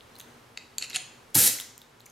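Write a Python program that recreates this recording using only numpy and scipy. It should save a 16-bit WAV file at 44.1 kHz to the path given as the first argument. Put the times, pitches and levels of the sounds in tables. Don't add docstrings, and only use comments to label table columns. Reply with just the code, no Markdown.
import sys
import numpy as np
from scipy import signal
from scipy.fft import rfft, irfft
from scipy.io import wavfile
from scipy.ndimage import uniform_filter1d

SR = 44100
rng = np.random.default_rng(int(sys.argv[2]) if len(sys.argv) > 2 else 0)


def linear_from_db(decibels):
    return 10 ** (np.asarray(decibels, float) / 20)


def inscribe(sig):
    pcm = np.round(np.clip(np.atleast_2d(sig).T, -1, 1) * 32767)
    wavfile.write(sys.argv[1], SR, pcm.astype(np.int16))


N = 93095

# (pitch [Hz], level [dB], time to fade by 60 dB [s])
STEEL_MODES = [(689, -34, 0.045), (1720, -14.5, 0.015), (2095, -8, 0.015), (2645, -2.5, .018),
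               (2770, -1.5, 0.0093), (3400, 1, 0.0043), (3894, -2, 0.0088), (4300, -0.5, 0.0095),
               (4970, -2.5, 0.0038), (5540, -5.5, 0.0044), (6786, -4.5, 0.01), (7200, 0, 0.0074),
               (9300, -8, 0.0095), (11430, -12, 0.0053)]


def evened(x):
    return x / np.sqrt(np.mean(x ** 2) + 1e-20)


def read(points, hz):
    f, value = np.transpose(points)
    return np.interp(np.log(hz + 1), np.log(f + 1), value)


def curve(points):
    s, value = np.transpose(points)
    return np.interp(np.arange(N) / SR, s, value)


def add(mix, s, sound):
    part = mix[round(s * SR):][:len(sound)]
    part += sound[:len(part)]


def coloured(x, points):
    hz = np.fft.rfftfreq(x.shape[-1], 1 / SR)
    return irfft(rfft(x) * linear_from_db(read(points, hz)), x.shape[-1])


def alike(pair, points):
    hz = np.fft.rfftfreq(pair.shape[1], 1 / SR)
    same = np.clip(read(points, hz), 0, 1)
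    mid, side = rfft(pair) * np.sqrt([(1 + same) / 2, (1 - same) / 2])
    return irfft(np.array([mid + side, mid - side]), pair.shape[1])


def resonate(x, hz, width):
    turn = np.exp(2j * np.pi * hz * np.arange(len(x)) / SR)
    r = np.exp(-np.pi * width / SR)
    return 2 * (turn * signal.lfilter([1 - r], [1, -r], x / turn)).real


def hush():
    # (frequency [Hz], level [dB per Hz])
    tone_colour = [(12, -30), (20, -7.5), (232, -16), (404, -11), (534, -12.5), (631, -16), (767, -14.5),
                   (906, -13), (15500, -37)]
    # (frequency [Hz], left-right likeness [0 to 1])
    tone_likeness = [(60, 1), (240, 0.77), (950, 0.23), (3770, 0.62), (15000, 0.65)]
    # (pitch [Hz], level [dB])
    hums = [(119, -69.5), (143, -74), (240, -70)]
    # (time [s], level [dB])
    drift = [(0, 3.5), (.3, 5.5), (.55, 2), (1.2, 3.5), (1.8, 0.7), (2.11, 1)]
    noise = coloured(rng.standard_normal((2, N)), tone_colour)
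    tone = linear_from_db(-58) * evened(alike(noise, tone_likeness))
    drone = sum(linear_from_db(db) * evened(resonate(rng.standard_normal(N), hz, 9.2)) for hz, db in hums)
    return (tone + drone) * linear_from_db(curve(drift))


def tail():
    # (frequency [Hz], time to fade by 60 dB [s])
    fading = [(150, 0.42), (1000, 0.64), (3000, 0.51), (6000, 0.55), (10000, 0.35), (15000, 0.32)]
    # (frequency [Hz], left-right likeness [0 to 1])
    tail_likeness = [(200, 0.98), (1000, 0.69), (2500, .85), (5000, 0.79), (9500, 0.19), (10600, 0.94)]
    # (delay [s], level [dB])
    echoes = [(.0022, -13.5), (0.0117, -17), (0.02, -26.5)]
    tail_db = -8.5
    taps = np.zeros((2, SR))
    slots = np.arange(160, SR - 20, 10)
    at = slots + rng.integers(0, 10, (2, len(slots)))
    np.put_along_axis(taps, at, rng.choice([-1., 1.], at.shape), 1)
    hz, t, z = signal.stft(alike(taps, tail_likeness), SR, nperseg=256)
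    out = signal.istft(z * linear_from_db(-60 * t / read(fading, hz)[:, None]), SR, nperseg=256)[1]
    out = out * (np.arange(out.shape[1]) > 150)
    out = out * linear_from_db(tail_db) / np.linalg.norm(out[0])
    for s, db in echoes:
        out[:, round(s * SR * rng.uniform(.9, 1.1))] += linear_from_db(db)
    return out


def room(x):
    shift_per_s = 9.
    turn = 2 * np.pi * shift_per_s * np.arange(N) / SR
    shares = [np.sqrt(2 / 3) * np.cos(turn + k * np.pi / 3) for k in range(3)]
    return sum(signal.fftconvolve((x * abs(share))[None], tail(), axes=1)[:, :N] for share in shares)


def jet():
    # (time [s], level [dB])
    flow = [(1.344, -48), (1.346, -22.5), (1.355, -19.5), (1.361, -22), (1.385, -18.5), (1.469, -21.5),
            (1.479, -13.5), (1.483, -33), (1.5, -44)]
    # (frequency [Hz], level [dB per Hz])
    hiss_colour = [(290, -19.5), (500, -14.5), (847, -18), (1120, -27), (1480, -12), (2690, -11),
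                   (12500, -0.5), (15800, -12.5), (16500, -55.5)]
    # (pitch [Hz], level [dB], time to fade by 60 dB [s])
    hose_modes = [(133, -24, 0.17), (253, -28.5, 0.216), (820, -26, 0.054), (1505, -35.5, 0.36)]
    flicker_db, spit_db = 2.5, 2.9
    fill_s, fill_rise_s = 1.354, .004
    spits = rng.standard_normal(N) * linear_from_db(spit_db * rng.exponential(1, N))
    hiss = evened(coloured(spits, hiss_colour))
    flicker = evened(uniform_filter1d(rng.standard_normal(N), 60))
    flow_db = curve([(1.33, -120)] + flow + [(1.52, -120)])
    out = hiss * linear_from_db(flow_db + flicker_db * flicker)
    t = np.arange(SR // 2) / SR
    for hz, db, t60 in hose_modes:
        surge = rng.standard_normal(len(t))
        boom = evened(resonate(resonate(surge, hz, .5 * hz ** 1.08), hz, .5 * hz ** 0.81))
        add(out, fill_s, boom * np.minimum(t / fill_rise_s, 1) * linear_from_db(db - 60 * t / t60))
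    return out


def ticks():
    # (time [s], peak level [dB], pitch [Hz], length
    # [cycles], puff level [dB])
    tick_events = [(0.008, -25, 3430, 1, -21), (0.154, -42, 4100, 12, -9), (0.164, -39, 4300, 5, -9),
                   (0.184, -42, 10200, 12., -5), (0.188, -43, 10800, 7.8, 8), (0.198, -33, 6450, 8.2, -2.5),
                   (0.203, -21.5, 3580, 1.34, -7), (0.212, -30.5, 3490, 1.8, -2),
                   (1.305, -49, 10000, 7.1, -4), (1.587, -29.5, 2090, 4.2, -19), (1.6, -17.5, 3400, 2, 0),
                   (1.61, -25, 10640, 5.1, 5), (1.779, -26.5, 7200, 2.5, -1.5),
                   (1.817, -30.5, 3660, 2, -9.5), (2.005, -36, 4060, 3.1, -8.5),
                   (2.015, -37, 7460, 2.3, -9), (2.0625, -32.5, 6940, 5.5, -5.5),
                   (2.066, -38.5, 2260, 2.2, -17), (2.099, -45, 6350, 12., -6), (1.999, -47, 6600, 6.8, -8),
                   (2.058, -43, 6060, 13, -9), (2.058, -49, 9700, 25., -10),
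                   (1.3518, -11, 10800, 20.6, 1.5), (0.961, -40.5, 731.5, 8.3, -40)]
    out = np.zeros(N)
    t = np.arange(2400) / SR
    for s, db, hz, cycles, puff_db in tick_events:
        fade = np.exp(-t * hz / cycles) * np.minimum(t / .0004, 1)
        puff = resonate(resonate(rng.standard_normal(len(t)), 14000., 10000.), 14000., 10000.)
        add(out, s, linear_from_db(db) * fade * (np.sin(2 * np.pi * hz * t) + linear_from_db(puff_db) * puff))
    return out


def ring(tilt_db, sleeve_db, chance, damping=1):
    scatter_db, finger_t60 = 5, .015
    crack_db, crack_s, blow_s = -10, 0.002, 0.00067
    t = np.arange(3000) / SR
    hz, db, t60 = np.transpose(STEEL_MODES)[:, :, None]
    level = db + tilt_db * np.log2(hz / 4000) + scatter_db * chance[:len(hz), None]
    level = level + sleeve_db * ((hz > 3200) & (hz < 5000))
    t60 = damping * np.where(hz > 1000, np.minimum(t60, finger_t60), t60)
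    pitch = hz * (1 + 0.014 * chance[-len(hz):, None])
    modes = (linear_from_db(level - 60 * t / t60) * np.sin(2 * np.pi * pitch * t)).sum(0)
    noise = resonate(resonate(rng.standard_normal(len(t)), 5000., 6000.), 5000., 6000.)
    crack = noise * np.exp(-t / crack_s) * linear_from_db(crack_db)
    sound = (modes + crack) * np.minimum(t / blow_s, 1)
    return sound / abs(sound).max()


def knocks():
    # (time [s], peak level [dB], brightness [dB per octave], sleeve level [dB])
    blows = [(0.5740, -21.5, -3.5, -1), (0.7825, -12.5, 6, 5.5), (0.8145, -41, -7.5, -17),
             (0.8234, -20, 9, 6.5), (0.8248, -19, -1.9, 5.5), (0.8485, -36.5, -6.5, 6),
             (0.8527, -56.5, -5, -5), (0.8992, -27.5, 9, 6.5), (0.9040, -28.5, 1.5, -1.5),
             (0.9085, -40, -4, 17), (0.9126, -33.5, -3, 5), (0.9195, -42.5, -4.5, -9),
             (0.9311, -28, -7, 11), (0.9455, -25.5, .3, 2), (0.949, -23.5, -5, 2.5), (0.953, -20.5, -2, 3),
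             (0.9571, -25, 4.5, 9.8), (0.9602, -12, 8.6, 9), (0.9607, -22, -3.5, 5), (0.9662, -15.5, 0, 0),
             (0.9990, -38.5, -2, 3)]
    # (time [s], level [dB])
    sliding = [(.785, -85), (0.798, -45.5), (.85, -37.5), (.88, -66.5), (0.932, -49), (.955, -26),
               (0.968, -54), (1.002, -58)]
    grains_per_s, sliding_damping = 1900, .4
    out = np.zeros(N)
    chances = rng.standard_normal((len(blows), 2 * len(STEEL_MODES)))
    for (s, db, tilt_db, sleeve_db), chance in zip(blows, chances):
        add(out, s, linear_from_db(db) * ring(tilt_db, sleeve_db, chance))
    grains = (rng.random(N) < grains_per_s / SR) * rng.standard_normal(N)
    grit = grains * linear_from_db(curve([(0, -120)] + sliding + [(1.02, -120)]))
    grain_ring = ring(0, 0, np.zeros(2 * len(STEEL_MODES)), sliding_damping)
    return out + signal.oaconvolve(grit, grain_ring)[:N]


def scene():
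    steel, air = knocks() + ticks(), jet()
    air_room_db = 3.5
    return steel + air + room(steel + linear_from_db(air_room_db) * air) + hush()


def top_cut(x):
    return signal.sosfilt(signal.butter(12, 16960, fs=SR, output="sos"), x)


def record(dry):
    # (frequency [Hz], level [dB])
    mic_response = [(20, -11.5), (100, -0.48), (13000, 0.39), (15800, -7), (16200, -49)]
    ceiling = .6
    limited = ceiling * np.tanh(dry / ceiling)
    return top_cut(coloured(limited, mic_response))


dry = scene()
out = record(dry)
inscribe(out)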